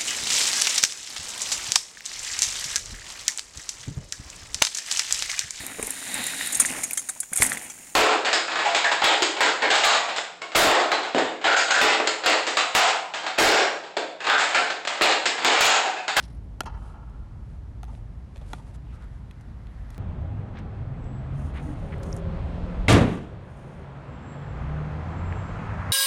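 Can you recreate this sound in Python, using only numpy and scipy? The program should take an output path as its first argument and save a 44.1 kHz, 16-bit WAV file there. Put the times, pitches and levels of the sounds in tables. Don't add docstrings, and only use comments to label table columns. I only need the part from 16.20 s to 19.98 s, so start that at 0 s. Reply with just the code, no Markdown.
import sys
import numpy as np
from scipy import signal
from scipy.fft import rfft, irfft, next_fast_len
from scipy.io import wavfile

SR = 44100
rng = np.random.default_rng(int(sys.argv[2]) if len(sys.argv) > 2 else 0)


def int16_out(signal):
    q = np.round(np.clip(np.atleast_2d(signal).T, -1, 1) * 32767)
    wavfile.write(sys.argv[1], SR, q.astype(np.int16))


N = 166698
T = np.arange(N) / SR
PADDED = 2 * next_fast_len(N)
HZ = np.maximum(np.fft.rfftfreq(PADDED, 1 / SR), 1)


def knocks():
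    # start_s, level_db, crack_db, thud_db, roof_echo_delay_s, echo_db, tail_db
    contacts = [(.4063, -21, 6, -5.5, 0.049, -4, -12.5), (1.6318, -36.5, -4, -31, 0.045, -3.5, -30),
                (2.3327, -29.5, -2, -4, 0.047, -15.5, -27)]
    # pitch_hz, t60_s, first_knock_db, second_knock_db, third_knock_db
    stick_modes = [(391, 0.021, -5.5, -31, -4), (640, 0.026, -5.5, -28, -8), (733, 0.036, -6, 1.5, -0.5),
                   (871, 0.021, -2, 0, 4), (1195, 0.042, -22, -7.5, -6.5), (1275, 0.012, 2, 1.5, -1.5),
                   (1420, 0.029, 0.5, -5, 0.5), (1400, 0.017, -22, -23, -11), (1680, 0.015, -4, -11, -14),
                   (1970, 0.016, -9.5, -13, -4.5), (2380, 0.028, -23, -18, -10.5),
                   (2685, .016, -10, -18, -12), (3110, 0.02, -13.5, -26, -25), (3360, 0.02, -18, -17, -4.5),
                   (4000, 0.016, -26, -27, -17), (5170, 0.021, -16, -32, -37),
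                   (5740, 0.0059, -10, -15, -18), (6400, 0.0094, -7.5, -7.5, -7),
                   (9150, 0.0043, -4, -12, -22), (2480, 0.015, -19, -24, -31),
                   (3700, 0.0084, -23, -13, -30), (4610, 0.0099, -33, -22, -29),
                   (10900, 0.0038, -22, -10, -32)]
    # freq_hz, level_db (per Hz)
    crack_colour = [(500, -14), (1500, -9), (2600, -1), (4000, -1), (6000, -4), (9500, -22), (11000, -14.5),
                    (12500, -3)]
    slap, tail = roof_slap(), dome_tail()
    out = 0
    for k, (start_s, level_db, crack_db, thud_db, echo_s, echo_db, tail_db) in enumerate(contacts):
        body = 0
        for m, (hz, t60_s, *mode_dbs) in enumerate(stick_modes):
            body = body + (-1) ** m * from_db(mode_dbs[k]) * ring(hz, t60_s)
        snap = from_db(9) * ring(hz=6200, t60=0.00021)
        noise = from_db(-4.5) * coloured(crack_colour) * dying(t60=0.012)
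        crack = snap + noise
        crack = crack + from_db(-15) * delayed(crack, s=.003)
        thud = ring(hz=271, t60=0.028)
        knock = from_db(level_db) * (body + from_db(crack_db) * crack - from_db(thud_db) * thud)
        dome = from_db(echo_db) * slap + from_db(tail_db) * tail
        room = through(knock, dome)
        out = out + delayed(knock, start_s) + delayed(room, start_s + echo_s)
    return out


def roof_slap():
    # freq_hz, level_db
    slap_colour = [(200, -18), (500, 0), (700, -8), (900, 7), (1200, 3), (1450, -9), (2000, -4),
                   (3000, -8.5), (6000, -4), (12000, -14)]
    # freq_hz, t60_s
    slap_ring = [(300, 0.19), (1000, 0.16), (2500, 0.17), (5000, 0.086), (10000, 0.057)]
    first_rise_s, second_rise_s = 0.002, 0.014
    first = scatter(slap_colour, 1 - np.exp(-T / first_rise_s), slap_ring)
    second = scatter(slap_colour, (1 - np.exp(-T / second_rise_s)) ** 2, slap_ring)
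    second = signal.sosfilt(signal.butter(1, 3000, fs=SR, output="sos"), second)
    return first + from_db(-10.5) * delayed(second, s=.074)


def dome_tail():
    # freq_hz, level_db
    tail_colour = [(200, -9), (500, 1), (900, 5.5), (1100, 10), (1400, -2), (1650, -1), (2500, -5),
                   (5000, -11), (12000, -32)]
    # freq_hz, t60_s
    tail_ring = [(200, 0.67), (1000, 2.17), (3000, 1.25), (10000, .7)]
    rise_s = 0.048
    swell = 1 - np.exp(-T / rise_s)
    far_wall = from_db(4) * delayed(swell, s=0.16)
    return scatter(tail_colour, swell + far_wall, tail_ring)


def ticks():
    # start_s, grit_db, clack_db, t60_s
    touches = [(.417, -47, -41, 0.035), (.4345, -37, -45, 0.0061), (.4438, -46, -52, 0.0058),
               (.8975, -50, -62, .006), (1.6418, -40, -41, 0.0064), (1.651, -46, -43, 0.0056),
               (1.7505, -54, -42, 0.0091), (2.160, -42, -36.5, 0.0063), (2.170, -44, -45, 0.014),
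               (2.178, -49, -44, .014), (2.349, -63, -42, .012), (2.511, -51, -59, 0.013),
               (2.823, -45, -47, 0.0071), (2.842, -53, -56, .008), (3.1105, -43, -38.5, 0.015),
               (3.210, -50.5, -75, 0.031), (3.470, -55, -41.5, 0.0078), (3.704, -40.5, -47.5, 0.019),
               (3.7455, -47, -42.5, 0.013)]
    # freq_hz, level_db (per Hz)
    grit_colour = [(1000, -12), (3000, -13), (6500, 4), (10000, -2.5), (12500, -0.5)]
    # pitch_hz (before a small random detuning), level_db
    clack_modes = [(1000, -6), (1850, -2), (2520, -2), (3400, -3), (4200, -6)]
    grit_trim_db, clack_trim_db = -7, -6
    grit = from_db(grit_trim_db) * coloured(grit_colour)
    out = 0
    for start_s, grit_db, clack_db, t60_s in touches:
        clack = 0
        for m, (hz, mode_db) in enumerate(clack_modes):
            mode = ring(hz * rng.uniform(0.95, 1.04), t60_s)
            clack = clack + (-1) ** m * from_db(mode_db + clack_trim_db) * mode
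        out = out + grit * delayed(from_db(grit_db) * dying(t60_s), start_s)
        out = out + delayed(from_db(clack_db) * clack, start_s)
    return out


def thumps():
    # start_s, level_db, t60_s
    landings = [(0.434, -43, 0.047), (2.159, -45.5, 0.062), (2.213, -48.5, 0.14), (3.210, -47, 0.02),
                (3.743, -68, 0.075)]
    # freq_hz, level_db (per Hz)
    thump_colour = [(100, -12), (300, 0), (700, 2), (1400, -12), (3000, -16), (8000, -32)]
    puffs = sum(delayed(from_db(db) * dying(t60_s), start_s) for start_s, db, t60_s in landings)
    return coloured(thump_colour) * puffs


def brushes():
    # peak_s, level_db, rise_s, fall_s
    strokes = [(.57, -74, .05, 0.039), (.685, -61, 0.062, 0.035), (1.33, -69.5, 0.068, 0.031),
               (1.755, -62.5, 0.064, 0.037), (2.18, -65, 0.037, 0.021), (2.32, -54.5, 0.051, 0.072),
               (2.475, -61.5, 0.0099, 0.029), (2.553, -54, 0.01, 0.0072), (2.754, -62, 0.02, 0.011),
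               (2.83, -76, 0.019, .03), (2.95, -69, 0.042, .04), (3.61, -76, .03, 0.024),
               (3.735, -64, 0.012, 0.046)]
    # freq_hz, level_db (per Hz)
    brush_colour = [(500, 19), (1500, 11.5), (3500, 5), (6500, 3), (10000, 3.5), (12500, -8.5)]
    blades_per_s, spread_db = 4100, 2
    struck = rng.random(N) < blades_per_s / SR
    strength = from_db(spread_db * np.minimum(rng.exponential(1, N), 4))
    flicks = struck * rng.choice([-1, 1], N) * strength
    level = 0
    for peak_s, db, rise_s, fall_s in strokes:
        width_s = np.where(T < peak_s, rise_s, fall_s)
        level = level + from_db(db) * np.exp(-.5 * ((T - peak_s) / width_s) ** 2)
    return coloured(brush_colour, flicks) * level


def scuffs():
    # peak_s, level_db, centre_hz, half_length_s
    rubs = [(1.74, -57, 650, 0.015), (2.5, -62.5, 620, 0.049), (2.705, -67, 2650, 0.035),
            (2.746, -58.5, 1350, 0.02), (2.746, -72, 3900, 0.014), (2.83, -56.5, 1360, 0.022)]
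    out = 0
    for peak_s, db, hz, half_length_s in rubs:
        rub = signal.lfilter(*signal.iirpeak(hz, Q=6, fs=SR), rng.standard_normal(N))
        out = out + from_db(db) * rms_one(rub) * np.exp(-.5 * ((T - peak_s) / half_length_s) ** 2)
    return out


def jingle():
    # start_s, clatter_db, bell_like_ring_db
    touches = [(.006, -53, -57), (0.026, -48, -70), (.038, -50, -72), (.051, -61, -59), (.080, -60, -65),
               (.101, -62, -65), (0.126, -71, -64), (.148, -70, -64), (.170, -70, -77), (.240, -92, -71)]
    # pitch_hz, level_db (before a random change at each touch), t60_s
    metal_modes = [(9550, -6.5, 0.086), (11000, -6, 0.075), (11350, -13, .06)]
    # freq_hz, level_db (per Hz)
    clatter_colour = [(600, -20), (1500, -26), (2700, 3), (3600, 5.5), (4330, 3.5), (4850, 3), (5350, 8),
                      (6500, -5), (8300, -4.5), (9500, -8), (11500, -11)]
    clatter = coloured(clatter_colour)
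    out = 0
    for start_s, clatter_db, ring_db in touches:
        metal = 0
        for hz, mode_db, t60_s in metal_modes:
            metal = metal + from_db(ring_db + mode_db + rng.normal(0, 1.8)) * ring(hz, t60_s)
        out = out + clatter * delayed(from_db(clatter_db) * dying(t60=.06), start_s)
        out = out + delayed(metal, start_s)
    return out


def ventilation():
    # freq_hz, level_db (per Hz)
    vent_colour = [(15, -35), (24, -43), (31, -11), (40, -0.5), (55, 3.5), (80, -4.5), (120, -6),
                   (165, -13.5), (250, -19.5), (340, -27.5), (500, -31.5), (900, -35), (1500, -43),
                   (3000, -51), (6000, -57.5), (12000, -66)]
    return from_db(-37.5) * coloured(vent_colour)


def soft_hiss():
    # time_s, level_db
    hiss_level = [(0, -52.5), (.3, -84), (1.2, -71.5), (2.1, -67.5), (2.6, -66), (2.78, -61), (3.0, -64),
                  (3.3, -61), (3.6, -58), (3.78, -55.5)]
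    # freq_hz, level_db (per Hz)
    hiss_colour = [(200, 11.5), (450, -10), (650, 5.5), (1100, 3), (1450, 2.5), (2050, 0.5), (2600, -9),
                   (4000, -13.5), (7000, -24.5), (12000, -26)]
    edges_hz = np.geomspace(200, 12800, 13)
    hiss = 0
    for band in zip(edges_hz, edges_hz[1:]):
        band_filter = signal.butter(2, band, "band", fs=SR, output="sos")
        noise = signal.sosfilt(band_filter, rng.standard_normal(N))
        hiss = hiss + noise * flutter(db=2, per_s=25)
    level = from_db(np.interp(T, *np.transpose(hiss_level)))
    return level * coloured(hiss_colour, hiss)


def scatter(colour, swell, t60s):
    rays = rng.choice([-1, 1], N) * swell * flutter(db=3, per_s=170)
    rays = rays / np.sqrt(np.sum((rays * dying(at_hz(t60s, 1000))) ** 2))
    centres_hz = 250 * 2. ** np.arange(7)
    out = 0
    for hz, share in zip(centres_hz, np.eye(len(centres_hz))):
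        octave = np.interp(np.log(HZ), np.log(centres_hz), share)
        out = out + rfft(rays * dying(at_hz(t60s, hz)), PADDED) * octave
    return irfft(out * from_db(at_hz(colour, HZ)))[:N]


def flutter(db, per_s):
    knots = rng.standard_normal(N // 40)
    return from_db(db * np.interp(T * per_s, np.arange(len(knots)), knots))


def coloured(spectrum, source=None):
    source = rng.standard_normal(N) if source is None else source
    shaped = rfft(source, PADDED) * from_db(at_hz(spectrum, HZ))
    return rms_one(irfft(shaped)[:N])


def ring(hz, t60):
    return np.sin(2 * np.pi * hz * T) * dying(t60)


def dying(t60):
    return np.exp(-np.minimum(np.log(1000) * T / t60, 60))


def delayed(x, s):
    return np.concatenate([np.zeros(max(int(s * SR), 0)), x])[:N]


def through(x, response):
    return signal.fftconvolve(x, response)[:N]


def at_hz(points, hz):
    f, v = np.transpose(points)
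    return np.interp(np.log(hz), np.log(f), v)


def rms_one(x):
    return x / np.sqrt(np.mean(x ** 2) + 1e-20)


def from_db(db):
    return 10 ** (np.asarray(db) / 20)


def scene():
    play = knocks() + ticks() + thumps() + brushes() + scuffs() + jingle()
    background = ventilation() + soft_hiss()
    return (play + background)[None]


def record(dry):
    return signal.sosfilt(signal.ellip(10, .2, 80, 11900, fs=SR, output="sos"), dry)


dry = scene()
out = record(dry)
int16_out(out)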